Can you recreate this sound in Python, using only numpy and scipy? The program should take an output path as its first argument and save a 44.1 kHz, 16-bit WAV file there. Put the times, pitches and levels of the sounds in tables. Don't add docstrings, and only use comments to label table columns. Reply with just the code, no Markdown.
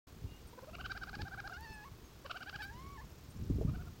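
import sys
import numpy as np
from scipy import signal
from scipy.fft import rfft, irfft
from scipy.io import wavfile

SR = 44100
rng = np.random.default_rng(int(sys.argv[2]) if len(sys.argv) > 2 else 0)


def generate_wav(signal):
    frames = np.transpose(np.atleast_2d(signal))
    scaled = np.clip(frames, -1, 1) * 32767
    pcm = np.round(scaled).astype(np.int16)
    wavfile.write(sys.argv[1], SR, pcm)


N = 176400
TIME = np.arange(N) / SR

# (start [s], closing snap [s], start pitch [Hz], top pitch [Hz],
# fundamental [dB], second harmonic [dB], upper harmonics before throat colour [dB])
SYLLABLES = [ (0.529, .539, 458, 480, -49.5, -55, -87), (0.576, 0.592, 475, 506, -47.5, -53, -71),
             (0.625, 0.646, 480, 540, -49, -61, -73), (.672, 0.698, 546, 653, -50, -63, -70),
             (0.731, 0.754, 630, 722, -54, -55, -60), (0.783, .813, 575, 775, -53, -49, -58),
             (0.84, .8626, 682, 789, -55.5, -42.5, -50), (.896, 0.921, 701, 800, -56, -42, -48),
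             (.95, 0.9777, 677, 817, -53.5, -47, -52.5), (1.012, 1.038, 728, 791, -57, -44, -52.5),
             (1.07, 1.096, 695, 812, -53.5, -48.5, -55.5), (1.129, 1.155, 718, 829, -50.5, -46, -48.5),
             (1.188, 1.22, 782, 878, -49, -49.5, -48), (1.251, 1.2838, 727, 823, -51.5, -50, -59),
             (1.311, 1.3473, 690, 802, -53.5, -47, -60.5), (1.374, 1.404, 708, 823, -51, -45.5, -52.5),
             (1.439, 1.4774, 728, 823, -50.5, -48, -55.5), (2.246, 2.2636, 499, 574, -46.5, -50, -56),
             (2.296, 2.315, 566, 740, -48.5, -41.5, -47), (2.343, 2.374, 595, 783, -53.5, -47.5, -54),
             (2.405, 2.432, 665, 794, -56, -47, -54), (2.459, 2.497, 708, 821, -56, -48, -54),
             (2.527, 2.562, 718, 829, -55, -46.5, -52), (2.586, 2.622, 791, 863, -52.5, -47.5, -52),
             (3.674, 3.698, 542, 644, -55.5, -57, -67.5), (3.736, 3.76, 617, 775, -57, -57, -69.5),
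             (3.779, 3.824, 624, 754, -62.5, -60.5, -72), (3.865, 3.884, 680, 716, -61, -61, -75)]
ATTACK_S, SNAP_S = .013, .0056


def from_db(db):
    return 10 ** (np.asarray(db) / 20)


def rms_one(x):
    return x / np.sqrt(np.mean(x ** 2) + 1e-20)


def at_hz(points, hz):
    p = np.array(points)
    return np.interp(np.log(np.maximum(hz, 1)), np.log(np.sort(p[:, 0])), p[:, 1])


def butter(x, hz, kind, order=2):
    return signal.sosfilt(signal.butter(order, np.clip(hz, 10, .45 * SR), kind, fs=SR, output="sos"), x)


def drift(hz, size=N):
    return rms_one(butter(rng.standard_normal(size + SR // 10), hz, "low")[SR // 10:])


def coloured(spectrum):
    gain = from_db(at_hz(spectrum, np.arange(N // 2 + 1) * SR / N))
    return rms_one(irfft(rfft(rng.standard_normal(N)) * gain, N))


def add(out, s, x):
    i = int(max(s, 0) * SR)
    out[i:i + len(x)] += x[:max(N - i, 0)]


def air():
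    # (frequency [Hz], relative level [dB])
    spectrum = [(420, 1), (560, -6.5), (1100, -7.5), (2000, -13), (5000, -14.5), (6700, -17), (7800, -21),
                (10500, -25.5), (15800, -19.5)]
    return coloured(spectrum) * from_db(-59.5 + .65 * drift(65))


def wind():
    # (frequency [Hz], relative level [dB])
    rumble = [(28, -14), (48, 2), (72, 2), (110, -2), (170, -8), (260, -15), (400, -23), (1500, -70)]
    # (time [s], level [dB])
    swells = [(.07, -60), (.19, -56.5), (.245, -44), (.30, -53.5), (.6, -63), (.72, -51.5), (1.1, -54.5),
              (1.18, -44.5), (1.32, -54), (1.9, -55.5), (2.2, -61.5), (2.9, -50.5), (3.25, -56.5),
              (3.48, -40.5), (3.53, -36.5), (3.72, -37), (3.79, -45.5), (4.0, -54.5)]
    gust_db, gust_hz = 3, 18.4
    return coloured(rumble) * from_db(np.interp(TIME, *np.transpose(swells)) + gust_db * drift(gust_hz))


def insect():
    # (frequency [Hz], relative level [dB])
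    spectrum = [(10500, -12), (12300, -1), (13700, -3), (15500, 1.5)]
    start_s, ticks_per_s, tick_s = .0701, 37.242, .0014
    from_tick_s = (((TIME - start_s) * ticks_per_s + .5) % 1 - .5) / ticks_per_s
    ticks = np.exp(-(from_tick_s / tick_s) ** 2)
    return coloured(spectrum) * ticks * from_db(-62 + 1.8 * drift(15))


def birds():
    # (start [s], length [s], start pitch [Hz], end pitch [Hz], level [dB])
    calls = [(0.24, 0.2, 2784, 2870, -67), (.465, .035, 9100, 8450, -66), (1.724, 0.043, 9340, 7860, -65.5),
             (2.01, .09, 6560, 6370, -69.5), (3.29, 0.039, 8550, 8940, -67)]
    # (start pitch [Hz], end pitch [Hz])
    sweeps = [(6540, 7300), (5250, 5600)]
    trill_start_s, step_s, note_s, trill_db = 2.6, .0635, .027, -72.5
    trill = [(trill_start_s + k * step_s + .003 * late, note_s, *sweep, trill_db + accent_db)
             for k, (late, accent_db) in enumerate(rng.standard_normal((17, 2))) for sweep in sweeps]
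    out = np.zeros(N)
    for s, length, start_hz, end_hz, db in calls + trill:
        size = int(length * SR)
        waver = .038 if length < .06 else .0062
        pitch = np.linspace(start_hz, end_hz, size) * (1 + waver * drift(500, size))
        tone = np.sqrt(2) * np.sin(2 * np.pi * np.cumsum(pitch) / SR)
        add(out, s, from_db(db) * np.hanning(size) * tone)
    return out


def rustles():
    # (start [s], length [s], gain [dB])
    brushes = [(1.607, 0.0042, -51.5), (2.607, 0.061, -58.5)]
    out = np.zeros(N)
    for s, length, db in brushes:
        size = int(length * SR)
        add(out, s, from_db(db) * np.hanning(size) * butter(rng.standard_normal(size), 7000, "high"))
    return out


def bumps():
    # (time [s], peak of the push [dB], low-pass cutoff [Hz])
    knocks = [(.236, -40, 128), (1.168, -41, 350), (1.195, -43.5, 432), (3.421, -37, 268),
              (3.499, -25, 344), (3.542, -42, 285), (3.584, -30.5, 433), (3.612, -28, 570),
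              (3.647, -30, 253), (3.688, -30, 240), (3.729, -32, 205)]
    low_cut_hz, rub_gain, rub_t60_s = 95, .43, .1
    out, t = np.zeros(N), TIME[:SR // 5]
    for s, db, hz in knocks:
        push = butter(butter(t == 0, hz, "low", order=6), low_cut_hz, "high")
        friction = butter(butter(rng.standard_normal(len(t)), hz, "low", order=6), low_cut_hz, "high")
        rub = rub_gain * rms_one(friction) * from_db(-60 * t / rub_t60_s)
        add(out, s, from_db(db) * (push / np.abs(push).max() + rub))
    return out


def scatter(x):
    wet_db, t60_s, predelay_s = -17.5, .3, .00314
    t = TIME[:SR // 3]
    tail = rng.standard_normal(len(t)) * from_db(-60 * t / t60_s) * (t > predelay_s)
    return from_db(wet_db) * signal.fftconvolve(x, tail / np.sqrt(np.sum(tail ** 2)))[:N]


def throat_db(hz, s):
    # (frequency [Hz], gain [dB])
    formants = [(1500, 7.5), (1950, -19), (2300, -6.5), (2550, -13.5), (3050, -11.5), (3500, -17),
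                (3850, -3.5), (4200, -11), (4620, -0.5), (4950, -10.5), (5280, -6.5), (5900, -17),
                (12000, -43)]
    # (time [s], centre [Hz], boost [dB])
    mouth = [(.64, 2600, 13), (.76, 2670, 21.5), (.86, 3080, 14.5), (.92, 3000, 3), (1.44, 2700, -2),
             (1.54, 2750, 10.5), (1.8, 2650, 11.5), (2.27, 2820, 17), (2.5, 2950, 11.5), (2.63, 2860, 9),
             (3.7, 2670, 15)]
    width_hz = 430
    times, centres, boosts = np.transpose(mouth)
    bell = np.exp(-((hz - np.interp(s, times, centres)) / width_hz) ** 2)
    return at_hz(formants, hz) + np.interp(s, times, boosts) * bell


def voice(s, pitch, first_db, second_db, upper_db, tilt_db_per_octave, jitter, rasp):
    size = len(pitch)
    shimmer_db, waver_db, rasp_hz = 1.2, 2.5, 200
    pitch = pitch * (1 + jitter * drift(100, size))
    phase = 2 * np.pi * np.cumsum(pitch) / SR
    out = from_db(first_db) * np.sin(phase) + from_db(second_db) * np.cos(2 * phase)
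    for k in range(3, 15):
        swell_db = waver_db * drift(14, SR // 2)[:size]
        colour_db = throat_db(k * pitch, s + TIME[:size]) + tilt_db_per_octave * np.log2(k / 3)
        harmonic = np.cos(k * phase + rasp * drift(rasp_hz, size))
        flutter = 1 + rasp * drift(rasp_hz, size) / 2
        out += from_db(upper_db + colour_db + swell_db) * harmonic * flutter
    fades = signal.windows.tukey(size, min(1, .003 * SR / size))
    return np.sqrt(2) * out * fades * from_db(shimmer_db * drift(77, size))


def meows():
    # (time [s], pitch [Hz], fundamental [dB], second harmonic [dB],
    # upper harmonics before throat colour [dB])
    first_meow = [(1.496, 656, -67, -43, -67), (1.512, 710, -53, -66, -62), (1.526, 792, -55, -46.5, -71),
                  (1.538, 687, -63, -51, -56), (1.567, 732.5, -65, -50.5, -64.5),
                  (1.577, 820, -59, -50, -78), (1.602, 882, -57, -69, -73), (1.648, 930, -55.5, -54, -64.5),
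                  (1.668, 870, -62, -56, -65), (1.706, 884, -59.5, -60, -59.5),
                  (1.802, 838, -62.5, -55.5, -70.5), (1.838, 847, -59.5, -58.5, -65),
                  (1.858, 1108, -53.5, -73, -78), (1.888, 1090, -59, -66, -84)]
    second_meow = [(2.622, 755, -74, -51, -59), (2.642, 766, -64, -46.5, -56), (2.656, 802, -59, -52, -66),
                   (2.677, 795.5, -65, -55.5, -71), (2.703, 828, -62, -51.5, -78),
                   (2.721, 918, -58, -72, -76), (2.825, 1086, -56.5, -68, -68),
                   (2.935, 1136, -56, -68.5, -84), (2.969, 1072, -57, -70, -70),
                   (2.981, 867, -58, -57.5, -75), (3.002, 863, -59, -56.5, -74),
                   (3.021, 1126, -57, -75, -81), (3.048, 860, -65, -81, -90)]
    out = np.zeros(N)
    for contour in (first_meow, second_meow):
        times, *columns = np.transpose(contour)
        t = np.arange(times[0], times[-1], 1 / SR)
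        curves = [np.interp(t, times, column) for column in columns]
        add(out, times[0], voice(times[0], *curves, tilt_db_per_octave=-.5, jitter=.0038, rasp=.28))
    return out


def churr_rasp():
    burst_db, body_db, fall_db_per_s = 11.5, -14, 900
    tilt_db_per_octave, hoarse_db_per_octave = -6.5, 11.5
    out, size = np.zeros(N), SR // 10
    hz = np.fft.rfftfreq(size, 1 / SR)
    highest_hz = max(row[3] for row in SYLLABLES)
    opening = 1 - np.exp(-TIME[:size] / ATTACK_S)
    for start, snap_s, _, top_hz, _, _, upper_db in SYLLABLES:
        octaves_up = np.log2(np.maximum(hz / (3 * top_hz), 1))
        colour_db = throat_db(hz, snap_s) + tilt_db_per_octave * octaves_up
        breath = irfft(rfft(rng.standard_normal(size)) * from_db(colour_db), size)
        breath = butter(breath, 2.8 * top_hz, "high", order=3)
        from_snap_s = start + TIME[:size] - snap_s
        rise = np.maximum(from_db(body_db), np.exp(-(from_snap_s / SNAP_S) ** 2))
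        fall = from_db(-fall_db_per_s * np.abs(from_snap_s))
        envelope = opening * np.where(from_snap_s < 0, rise, fall)
        hoarse_db = hoarse_db_per_octave * np.log2(highest_hz / top_hz)
        add(out, start, breath * envelope * from_db(upper_db + burst_db + hoarse_db))
    return out


def churr():
    onset_db, swell_db, release_db_per_s = -6.5, .5, 2605
    top_lead_s, snap_sag, max_sag = .0059, .121, .263
    out = np.zeros(N)
    for start, snap_s, start_hz, top_hz, first_db, second_db, upper_db in SYLLABLES:
        length = snap_s - start
        t = np.arange(int((length + .02) * SR)) / SR
        top_s = max(length - top_lead_s, ATTACK_S)
        scoop = (1 - start_hz / top_hz) * np.maximum(1 - t / top_s, 0) ** 1.38
        sag = np.minimum(snap_sag * (np.maximum(t - top_s, 0) / top_lead_s) ** 2, max_sag)
        envelope_db = onset_db * np.exp(-t / ATTACK_S) + swell_db * (np.minimum(t / length, 1) - .5)
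        envelope_db -= release_db_per_s * np.maximum(t - length, 0)
        snap = np.exp(-((t - length) / SNAP_S) ** 2)
        syllable = voice(start, top_hz * (1 - scoop - sag),
                         first_db=first_db + envelope_db - 5.5 * snap,
                         second_db=second_db + envelope_db + 2.5 * snap,
                         upper_db=upper_db + envelope_db + 8 * (snap - .5),
                         tilt_db_per_octave=-7.5 + 5 * snap, jitter=.016, rasp=.42)
        add(out, start, syllable)
    return out


def scene():
    calls = churr() + churr_rasp() + meows() + birds()
    return (air() + calls + scatter(calls) + wind() + bumps() + rustles() + insect())[None]


def record(dry):
    start_s, fade_s, cutoff_hz = .069, .004, 15900
    fade_in = np.clip((TIME - start_s) / fade_s, 0, 1)
    low_pass = signal.ellip(12, .2, 70, cutoff_hz, fs=SR, output="sos")
    return signal.sosfilt(low_pass, dry * fade_in + 1e-18)


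dry = scene()
out = record(dry)
generate_wav(out)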